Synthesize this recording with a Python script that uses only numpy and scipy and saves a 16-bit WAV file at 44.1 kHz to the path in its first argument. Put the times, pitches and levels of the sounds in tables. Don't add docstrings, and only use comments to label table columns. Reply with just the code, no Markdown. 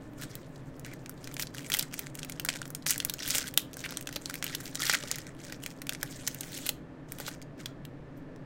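import sys
import numpy as np
from scipy import signal
from scipy.fft import rfft, irfft
from scipy.io import wavfile

SR = 44100
rng = np.random.default_rng(int(sys.argv[2]) if len(sys.argv) > 2 else 0)


def dump(signal):
    limited = np.clip(np.atleast_2d(signal).T, -1, 1)
    pcm = np.round(limited * 32767).astype(np.int16)
    wavfile.write(sys.argv[1], SR, pcm)


N = 372644
TIME = np.arange(N) / SR

# (frequency [Hz], relative level [dB])
AIR_SHAPE = [(20, 1), (36, -19.5), (50, -1.5), (85, -10.5), (150, 1.5), (220, -6.5), (320, -3.5), (370, -9),
             (590, -8.5), (720, -16), (1800, -23), (3000, -33.5), (8000, -48.5), (16000, -63)]
# (frequency [Hz], width, doubled in each of two passes [Hz], level [dB])
FAN_DRONE = [(27.46, 1.7, -65.5), (137.7, 21.4, -52.5), (285.4, 23, -54.5), (1750, 47, -70.5)]
# (frequency [Hz], level around which it wavers [dB])
FAN_TONES = [(120, -65.5), (258.1, -57), (395, -69)]
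# (start [s], length [s], level halfway [dB], swell from start to end [dB], brightness [dB])
FINGER_STROKES = [ (0.184, 0.05, -52, 7.5, -4), (0.294, 0.09, -61, -4.5, -5.5),
                  (0.854, 0.078, -57, -4, -9.5), (1.169, 0.15, -62.5, 13, -2), (1.394, 0.02, -47, 0.5, 7),
                  (1.546, 0.15, -55, 1.5, 0), (1.728, 0.018, -39, 1, 3), (1.77, 0.046, -50, 2, 2),
                  (1.833, 0.014, -53, -7, -14), (1.93, 0.17, -55, -15, -1), (2.144, 0.3, -62, -6, -4),
                  (2.456, 0.11, -55.5, 0.5, -3), (2.572, 0.097, -60.5, 4, 2), (2.907, 0.019, -39, -2, 2),
                  (2.929, 0.35, -57, -3, -2), (3.191, 0.17, -44, 13.5, -2.5), (3.377, 0.11, -45.5, -8, -2),
                  (3.584, 0.04, -52, -13, 6), (3.77, 0.088, -56.5, 3, -2), (3.891, 0.1, -55.5, -6.5, -5.5),
                  (4.12, 0.023, -55.5, 3, -2), (4.214, 0.17, -57, 2, -0.5), (4.442, 0.1, -50, 2.5, -4.5),
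                  (4.582, 0.054, -56.5, -3, -5), (4.639, 0.042, -48.5, 2, 1), (4.69, 0.13, -56.5, 3, -6),
                  (4.806, 0.08, -40, 7.5, -2), (4.9, 0.046, -43.5, 2.5, -12), (4.963, 0.24, -50.5, -1, -5),
                  (5.225, 0.091, -59.5, -4.5, -7), (5.387, 0.17, -56, 1.5, -5),
                  (5.629, 0.084, -58, -6.5, 4), (5.89, 0.048, -56.5, 1.5, -5), (6.009, .37, -55, 0.5, -2),
                  (6.41, 0.28, -51, 3, 0.5), (7.089, 0.13, -60.5, 9.5, -3), (7.201, 0.026, -50, -2.5, 2),
                  (7.255, 0.031, -46.5, 2.5, 0.5), (7.313, .015, -52.5, -1, -4),
                  (7.594, 0.0091, -53, 6, -4), (7.667, 0.028, -62, -7.5, -10),
                  (8.172, 0.016, -72.5, 1, 3.5)]
# (time [s], share of smooth friction [0 to 1])
SLIDING_SHARE = [(0, .6), (1.1, .6), (1.4, .2), (3.35, .12), (3.65, .4), (4.5, .4), (4.85, .15), (5.9, .3),
                 (6.2, .55), (6.75, .65), (7.2, .45)]
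# (low edge [Hz], high edge [Hz], 60 dB fade of a snap [s])
FOIL_BANDS = [(1190, 2403, 0.037), (2370, 8680, 0.023), (6600, 18900, 0.015)]
# (lowest [Hz], highest [Hz])
TICK_PITCH_RANGE = (1600, 6500)
# (time [s], level [dB], pitch of the flipping facet [Hz], top band relative to the level [dB])
CREASES = [(0.2147, -32, 2400, -6), (0.2217, -28, 2000, -11), (0.2365, -28, 1400, -7),
           (0.3538, -33.5, 3950, 2), (0.796, -39.5, 7700, -2), (0.8481, -29, 2610, -24.5),
           (0.8631, -33, 2160, -8), (0.9362, -31.5, 1970, -10.5), (1.0607, -29.5, 2430, -26.0),
           (1.0945, -30, 1410, -1), (1.2428, -32.5, 5100, -10), (1.274, -26.5, 2450, -15),
           (1.3416, -34, 3200, 1), (1.3673, -22.5, 2320, -32.0), (1.3966, -16.0, 2300, -14),
           (1.4146, -27.0, 3200, -25), (1.4231, -22, 5200, -4), (1.4263, -23.5, 4400, -19),
           (1.4326, -26, 1750, -8.5), (1.4707, -30.0, 4200, -32.0), (1.5475, -27.5, 1650, -11),
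           (1.5827, -24.5, 2740, -18.5), (1.593, -29.0, 1860, -19), (1.6634, -30.5, 2400, -13),
           (1.7006, -18, 2010, -9), (1.7195, -13, 3000, -13), (1.7314, -34, 2870, -23.0),
           (1.7398, -11, 3190, -8.0), (1.7471, -12.5, 2060, -9), (1.7692, -22, 2700, -2.0),
           (1.789, -26, 3000, 5), (1.7937, -12, 4440, -4.5), (1.81, -23, 3000, -26.0),
           (1.8264, -18.5, 7650, -17.0), (1.9408, -21.5, 2430, -6.5), (1.9924, -21, 2380, -1.5),
           (2.069, -26, 2150, -26), (2.1528, -30, 2700, -2.0), (2.1893, -28.5, 2400, -26.0),
           (2.1925, -26, 7940, -27.5), (2.2313, -23, 3000, -26), (2.2479, -28, 2400, -7),
           (2.2973, -24.5, 2300, -6.5), (2.3215, -27.0, 6850, -20.0), (2.3979, -18.5, 2900, -7.5),
           (2.4498, -18.5, 1550, -3), (2.4613, -27, 1560, -20), (2.4878, -11, 2150, -25),
           (2.4906, -12, 2860, -23), (2.5016, -20.5, 2870, -21), (2.5387, -26.5, 2570, -20),
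           (2.5532, -28.5, 1960, -29.0), (2.558, -23, 2040, -26.0), (2.5665, -28, 1950, -29.0),
           (2.6172, -20.5, 1400, -41), (2.6552, -28, 1750, -30.5), (2.678, -45, 2150, 4),
           (2.704, -33, 1390, 0.5), (2.7495, -22, 7900, -8), (2.824, -38.5, 3900, -24.5),
           (2.8653, -13.5, 2280, -29), (2.8974, -20, 1930, -7), (2.9071, -16.5, 8440, 1.5),
           (2.9598, -23.5, 1750, -23.0), (2.9797, -22.5, 9030, -2), (3.0021, -14.5, 3220, -20),
           (3.0493, -20, 2030, 3), (3.0975, -16.5, 3750, -6.5), (3.1387, -21.0, 6500, -6.5),
           (3.1915, -26.5, 2870, -13), (3.2233, -26, 3340, -21.5), (3.2287, -29, 2300, -24),
           (3.258, -26, 3000, -9), (3.2625, -24, 3350, -24.5), (3.2779, -23.5, 1850, -1),
           (3.2868, -26, 2300, -1), (3.3057, -13.5, 6450, -8.5), (3.3491, -16.5, 3000, -8),
           (3.3545, -14.5, 7540, -8), (3.3717, -23, 8530, -13), (3.3827, -12.5, 7300, -8),
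           (3.4711, -27, 3200, -9), (3.4797, -22.5, 8120, -21.5), (3.4851, -26, 2140, -8),
           (3.54, -28.5, 2550, -3), (3.5758, -5, 3460, -5.5), (3.7322, -34, 3500, -6),
           (3.7405, -32, 6500, -16), (3.7695, -28.5, 1500, -4.5), (3.7922, -30.5, 5900, -24.5),
           (3.9082, -32, 4000, -2.5), (3.9232, -25, 1390, -32.0), (3.972, -16.5, 8050, -17.5),
           (4.0102, -29.5, 2550, -3.5), (4.0258, -33, 8050, -11), (4.0725, -20.5, 3000, -16),
           (4.0908, -24.0, 1650, -22), (4.1271, -28, 2740, -9), (4.2583, -20.5, 4470, -36),
           (4.298, -20.0, 1410, -17), (4.3087, -26, 1550, -18.5), (4.3412, -20.5, 2150, -10),
           (4.355, -22.5, 2300, -9), (4.4261, -16.5, 2400, -17), (4.4424, -19, 2550, -3),
           (4.4657, -21, 3000, -11), (4.4791, -25.5, 2900, -23.0), (4.4971, -26.0, 2050, -24),
           (4.5494, -17, 3780, -11), (4.5524, -30, 3370, 3), (4.748, -28, 7650, -20.0),
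           (4.7548, -18.5, 5730, -11), (4.8055, -21.5, 9520, -21.5), (4.8201, -17, 3140, -21),
           (4.832, -20, 4400, -10), (4.897, -6.5, 1656, -19), (4.9145, -18, 4360, -18.5),
           (4.9275, -15.5, 2550, -20.0), (4.9337, -17, 2070, -6), (4.9372, -12.5, 1550, -22),
           (4.9455, -13, 2730, -22), (4.9498, -9, 1956, -20), (5.0368, -27, 3950, -32.0),
           (5.075, -29, 2800, -24.5), (5.1144, -12.5, 7250, -14), (5.1578, -25, 6820, -9),
           (5.1848, -25, 1955, -7.5), (5.268, -31, 2150, -27), (5.524, -22.5, 2050, -14),
           (5.6371, -25.5, 2850, -9.5), (5.6622, -18.5, 2480, -12), (5.8184, -25.5, 2290, -8.0),
           (5.8689, -26.0, 2390, -10), (5.8935, -13.5, 3070, -10), (5.9244, -24, 1710, -18.5),
           (5.9339, -25, 8400, -26.0), (5.9495, -24.5, 2350, -25), (6.0301, -14, 1560, -8),
           (6.2671, -26, 5500, -14.0), (6.2755, -14, 6050, -18.5), (6.2791, -17, 2050, -4.5),
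           (6.3463, -33.5, 2850, 3), (6.4088, -23, 8900, -3.5), (6.4334, -28, 2860, -26.0),
           (6.5678, -31.5, 3720, -9), (6.577, -30, 6400, -2), (6.6916, -12, 3610, -5),
           (7.1211, -26, 2086, -1.5), (7.1861, -31.5, 2800, -5.0), (7.2011, -24, 1710, -8),
           (7.2817, -23.5, 1400, -13), (7.417, -33, 2520, -15), (7.425, -37.5, 5020, -16),
           (7.6587, -20.5, 3350, -15), (7.852, -31, 2840, -10), (8.3615, -42.5, 1980, -16.5)]
# (start [s], length [s], level [dB], brightness, added to the treble and taken from the lows [dB])
FOIL_RIPS = [(2.861, 0.056, -34, 5.5), (3.284, 0.1, -43, 4), (3.841, 0.023, -38.5, 0),
             (4.159, 0.0054, -32.5, -2), (4.602, 0.0092, -42, 2.5), (4.85, 0.061, -41, -3),
             (6.664, 0.0076, -30.5, 1), (7.278, 0.011, -38.5, 0)]
# (time [s], level [dB])
PACK_KNOCKS = [(3.353, -44), (4.162, -40.5), (5.0375, -42.5), (6.0301, -43), (6.6933, -42.5), (7.202, -45),
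               (7.2813, -43.5)]
# (frequency [Hz], relative level before chance [dB], 60 dB fade [s])
PACK_MODES = [(478, -1, 0.047), (583, 1.5, 0.069), (840, 0, 0.043), (1200, 4.5, 0.017)]
# (frequency [Hz], width [Hz], level [dB])
WRAPPER_PANELS = [(1560, 220, -6.5), (1930, 170, -12), (3200, 650, -10.5), (5800, 2500, -12)]

AIR_DB = -48
ATTACK_S, RELEASE_S = .008, .018
HOLDING_DB, HELD_UNTIL_S = -71.5, 6.75
BODY_DB, SHEEN_DB = -6.5, -3.5
GRIP_DB, TICKS_PER_S, TICK_DB, TICK_SPREAD_DB = -52, 34, -35, 3
TICK_CEILING_DB = -25
TICK_RATE_FOLLOWS, TICK_LEVEL_FOLLOWS = .65, .8
SNAP_LOW_DB, SNAP_MID_DB = -22, -12.5
FACET_DB, FACET_Q = -11, 3.8
ROOM_TAIL_DB, ROOM_T60_S = -18, .25
CUTOFF_HZ = 15800


def from_db(db):
    return 10 ** (np.asarray(db) / 20)


def rms_one(x):
    return x / np.sqrt(np.mean(x ** 2) + 1e-20)


def in_time(rows):
    s, *columns = np.transpose(rows)
    return [np.interp(TIME, s, c) for c in columns]


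def band_filter(low_hz, high_hz):
    return signal.butter(2, [low_hz, min(high_hz, .45 * SR)], "band", fs=SR, output="sos")


def band(x, low_hz, high_hz):
    return signal.sosfilt(band_filter(low_hz, high_hz), x + 1e-18)


def resonance(x, hz, width_hz):
    r = np.exp(-np.pi * width_hz / SR)
    feed = np.array([1, 0, -1]) * (1 - r * r) / 2
    feedback = [1, -2 * r * np.cos(2 * np.pi * hz / SR), r * r]
    return signal.lfilter(feed, feedback, x + 1e-18)


def drift(rate):
    knots = rng.standard_normal(N // 10)
    return rms_one(np.interp(TIME * rate, np.arange(len(knots)), knots))


def fan(waver_db=1.5):
    hz, db = np.transpose(AIR_SHAPE)
    bins_hz = np.maximum(np.fft.rfftfreq(N, 1 / SR), 1)
    shape = from_db(np.interp(np.log(bins_hz), np.log(hz), db))
    air = rms_one(irfft(rfft(rng.standard_normal(N)) * shape, N))
    drone = 0
    for hz, width_hz, db in FAN_DRONE:
        stirred = resonance(rng.standard_normal(N + SR), hz, 2 * width_hz)
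        settled = resonance(stirred, hz, 2 * width_hz)[SR:]
        drone = drone + from_db(db) * rms_one(settled)
    tones = 0
    for hz, db in FAN_TONES:
        level = from_db(db + waver_db * drift(2.9))
        tones = tones + level * np.sqrt(2) * np.sin(2 * np.pi * (hz * TIME + rng.random()))
    return from_db(AIR_DB) * air + drone + tones


def handling():
    power = from_db(HOLDING_DB) ** 2 * (TIME < HELD_UNTIL_S) + 1e-12
    tipped = 0
    for start, length, level_db, swell_db, bright_db in FINGER_STROKES:
        progress = np.clip((TIME - start) / length, 0, 1)
        outside = np.maximum((start - TIME) / ATTACK_S, (TIME - start - length) / RELEASE_S)
        fade = np.exp(-np.clip(outside, 0, 20))
        stroke = (fade * from_db(level_db + swell_db * (progress - .5))) ** 2
        power = power + stroke
        tipped = tipped + stroke * bright_db
    return 10 * np.log10(power), tipped / power


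def grains(per_s, range_db):
    sizes = from_db(-range_db * rng.random(N)) * np.sign(rng.standard_normal(N))
    return sizes * (rng.random(N) < per_s / SR) / np.sqrt(per_s)


def facets(clicks, low_hz, high_hz, sliding=0, count=4):
    edges = np.geomspace(low_hz, high_hz, count + 1)
    out = 0
    for low, high in zip(edges, edges[1:]):
        buckling = rms_one(band(clicks * rng.standard_normal(N), low, high))
        friction = rms_one(band(rng.standard_normal(N), low, high))
        contact = from_db(4 * drift(55))
        mixed = np.sqrt(sliding) * friction + np.sqrt(1 - sliding) * buckling
        out = out + np.sqrt(high - low) * contact * mixed
    return rms_one(out)


def rustle(level_db, bright_db, per_s=500):
    sliding = in_time(SLIDING_SHARE)[0]
    grip_db = level_db - np.median(level_db)
    density = per_s * from_db(.5 * grip_db + 4.5 * drift(70))
    clicks = grains(density, range_db=26) * from_db(2 * drift(60))
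    colours_db = (BODY_DB - bright_db, 0, SHEEN_DB + bright_db)
    out = 0
    for (low_hz, high_hz, _), colour_db in zip(FOIL_BANDS, colours_db):
        out = out + from_db(level_db + colour_db) * facets(clicks, low_hz, high_hz, sliding)
    return out


def stray_ticks(level_db, bright_db, sheen_db=-17):
    times = rng.uniform(0, TIME[-1], 2400)
    grip = np.interp(times, TIME, level_db - GRIP_DB)
    bright = np.interp(times, TIME, bright_db)
    flips_per_s = TICKS_PER_S * from_db(TICK_RATE_FOLLOWS * grip)
    flips = rng.random(len(times)) < flips_per_s * TIME[-1] / len(times)
    tick_db = np.minimum(TICK_DB + TICK_LEVEL_FOLLOWS * grip, TICK_CEILING_DB)
    facet_hz = np.exp(rng.uniform(*np.log(TICK_PITCH_RANGE), len(times)))
    scatter_db = rng.normal(0, TICK_SPREAD_DB, (2, len(times)))
    top_db = sheen_db + bright + scatter_db[1]
    return np.transpose([times, tick_db + scatter_db[0], facet_hz, top_db])[flips]


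def snaps(creases, size=1200, crack_s=0.0012, slip_s=0.00045, slip_db=-4, rebound=0.91):
    lead = size // 8
    out = np.zeros(N + 2 * size)
    t = (np.arange(size) - lead) / SR
    filters = [band_filter(low_hz, high_hz) for low_hz, high_hz, _ in FOIL_BANDS]
    for s, level_db, facet_hz, top_db in creases:
        rebound_at = lead + int(rng.uniform(.0002, .002) * SR)
        flutter = rng.uniform(.05, .12)
        bounce = rebound * rng.random()
        pushes = []
        for _, _, t60 in FOIL_BANDS:
            creep = from_db(slip_db) * np.exp(-np.abs(t) / slip_s)
            scatter = np.where(t < 0, creep, from_db(-60 * t / t60))
            push = flutter * scatter * rng.laplace(0, np.sqrt(.5), size)
            push[lead] += 1
            push[rebound_at] -= bounce
            pushes.append(push)
        parts = [signal.sosfilt(sos, push) for sos, push in zip(filters, pushes)]
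        parts.append(resonance(pushes[1], facet_hz, facet_hz / FACET_Q))
        at = int(s * SR) + size - lead
        for part, colour_db in zip(parts, (SNAP_LOW_DB, SNAP_MID_DB, top_db, FACET_DB)):
            even = part / np.sqrt(np.sum(part ** 2) / (crack_s * SR))
            out[at:at + size] += from_db(level_db + colour_db) * even
    return out[size:size + N]


def rips(low_hz=1150, split_hz=4500, high_hz=15000, release_s=.004):
    out = 0
    for low, high, tip in ((low_hz, split_hz, -1), (split_hz, high_hz, 1)):
        pull = 0
        for s, length, db, bright_db in FOIL_RIPS:
            release = np.exp(-np.clip((TIME - s - length) / release_s, 0, 20))
            pull = pull + from_db(db + tip * bright_db) * (TIME > s) * release
        breaks = grains(3000, range_db=24)
        out = out + pull * facets(breaks, low, high, count=3) / np.sqrt(2)
    return out


def knocks(size=4000):
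    out = np.zeros(N + size)
    t = np.arange(size) / SR
    for s, level_db in PACK_KNOCKS:
        at = int(s * SR)
        for hz, mode_db, t60 in PACK_MODES:
            strength_db = level_db + mode_db + rng.normal(0, 1.2)
            out[at:at + size] += from_db(strength_db - 60 * t / t60) * np.sin(2 * np.pi * hz * t)
    return out[:N]


def pouch(foil, hollow_hz=560, hollow_width_hz=420, hollow_db=7.0):
    hollow = resonance(foil, hollow_hz, hollow_width_hz)
    hollow = resonance(hollow, hollow_hz, hollow_width_hz)
    panels = sum(from_db(db) * resonance(foil, hz, width_hz) for hz, width_hz, db in WRAPPER_PANELS)
    return foil + from_db(hollow_db) * hollow + panels


def room(x, desk_s=.0021, desk_db=-23.5, wall_s=0.0096, wall_db=-24.0, treble_t60=0.17, size=20000):
    t = np.arange(size) / SR
    low = band(rng.standard_normal(size), 300, 6400) * from_db(-60 * t / ROOM_T60_S)
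    high = band(rng.standard_normal(size), 5800, 20000) * from_db(-60 * t / treble_t60)
    tail = rms_one((low + high) * (t > .004))
    response = from_db(ROOM_TAIL_DB) * tail / np.sqrt(size)
    response[0] += 1
    response[int(desk_s * SR)] += from_db(desk_db)
    response[int(wall_s * SR)] += from_db(wall_db)
    return signal.fftconvolve(x, response)[:N]


def scene(snap_db=0.05, rustle_db=0.0):
    level_db, bright_db = handling()
    creases = from_db(snap_db) * snaps(CREASES) + snaps(stray_ticks(level_db, bright_db))
    crackle = from_db(rustle_db) * rustle(level_db, bright_db)
    foil = pouch(creases + crackle + rips())
    return (room(foil + knocks()) + fan())[None]


def record(dry):
    return signal.sosfilt(signal.ellip(10, .2, 80, CUTOFF_HZ, fs=SR, output="sos"), dry)


dry = scene()
out = record(dry)
dump(out)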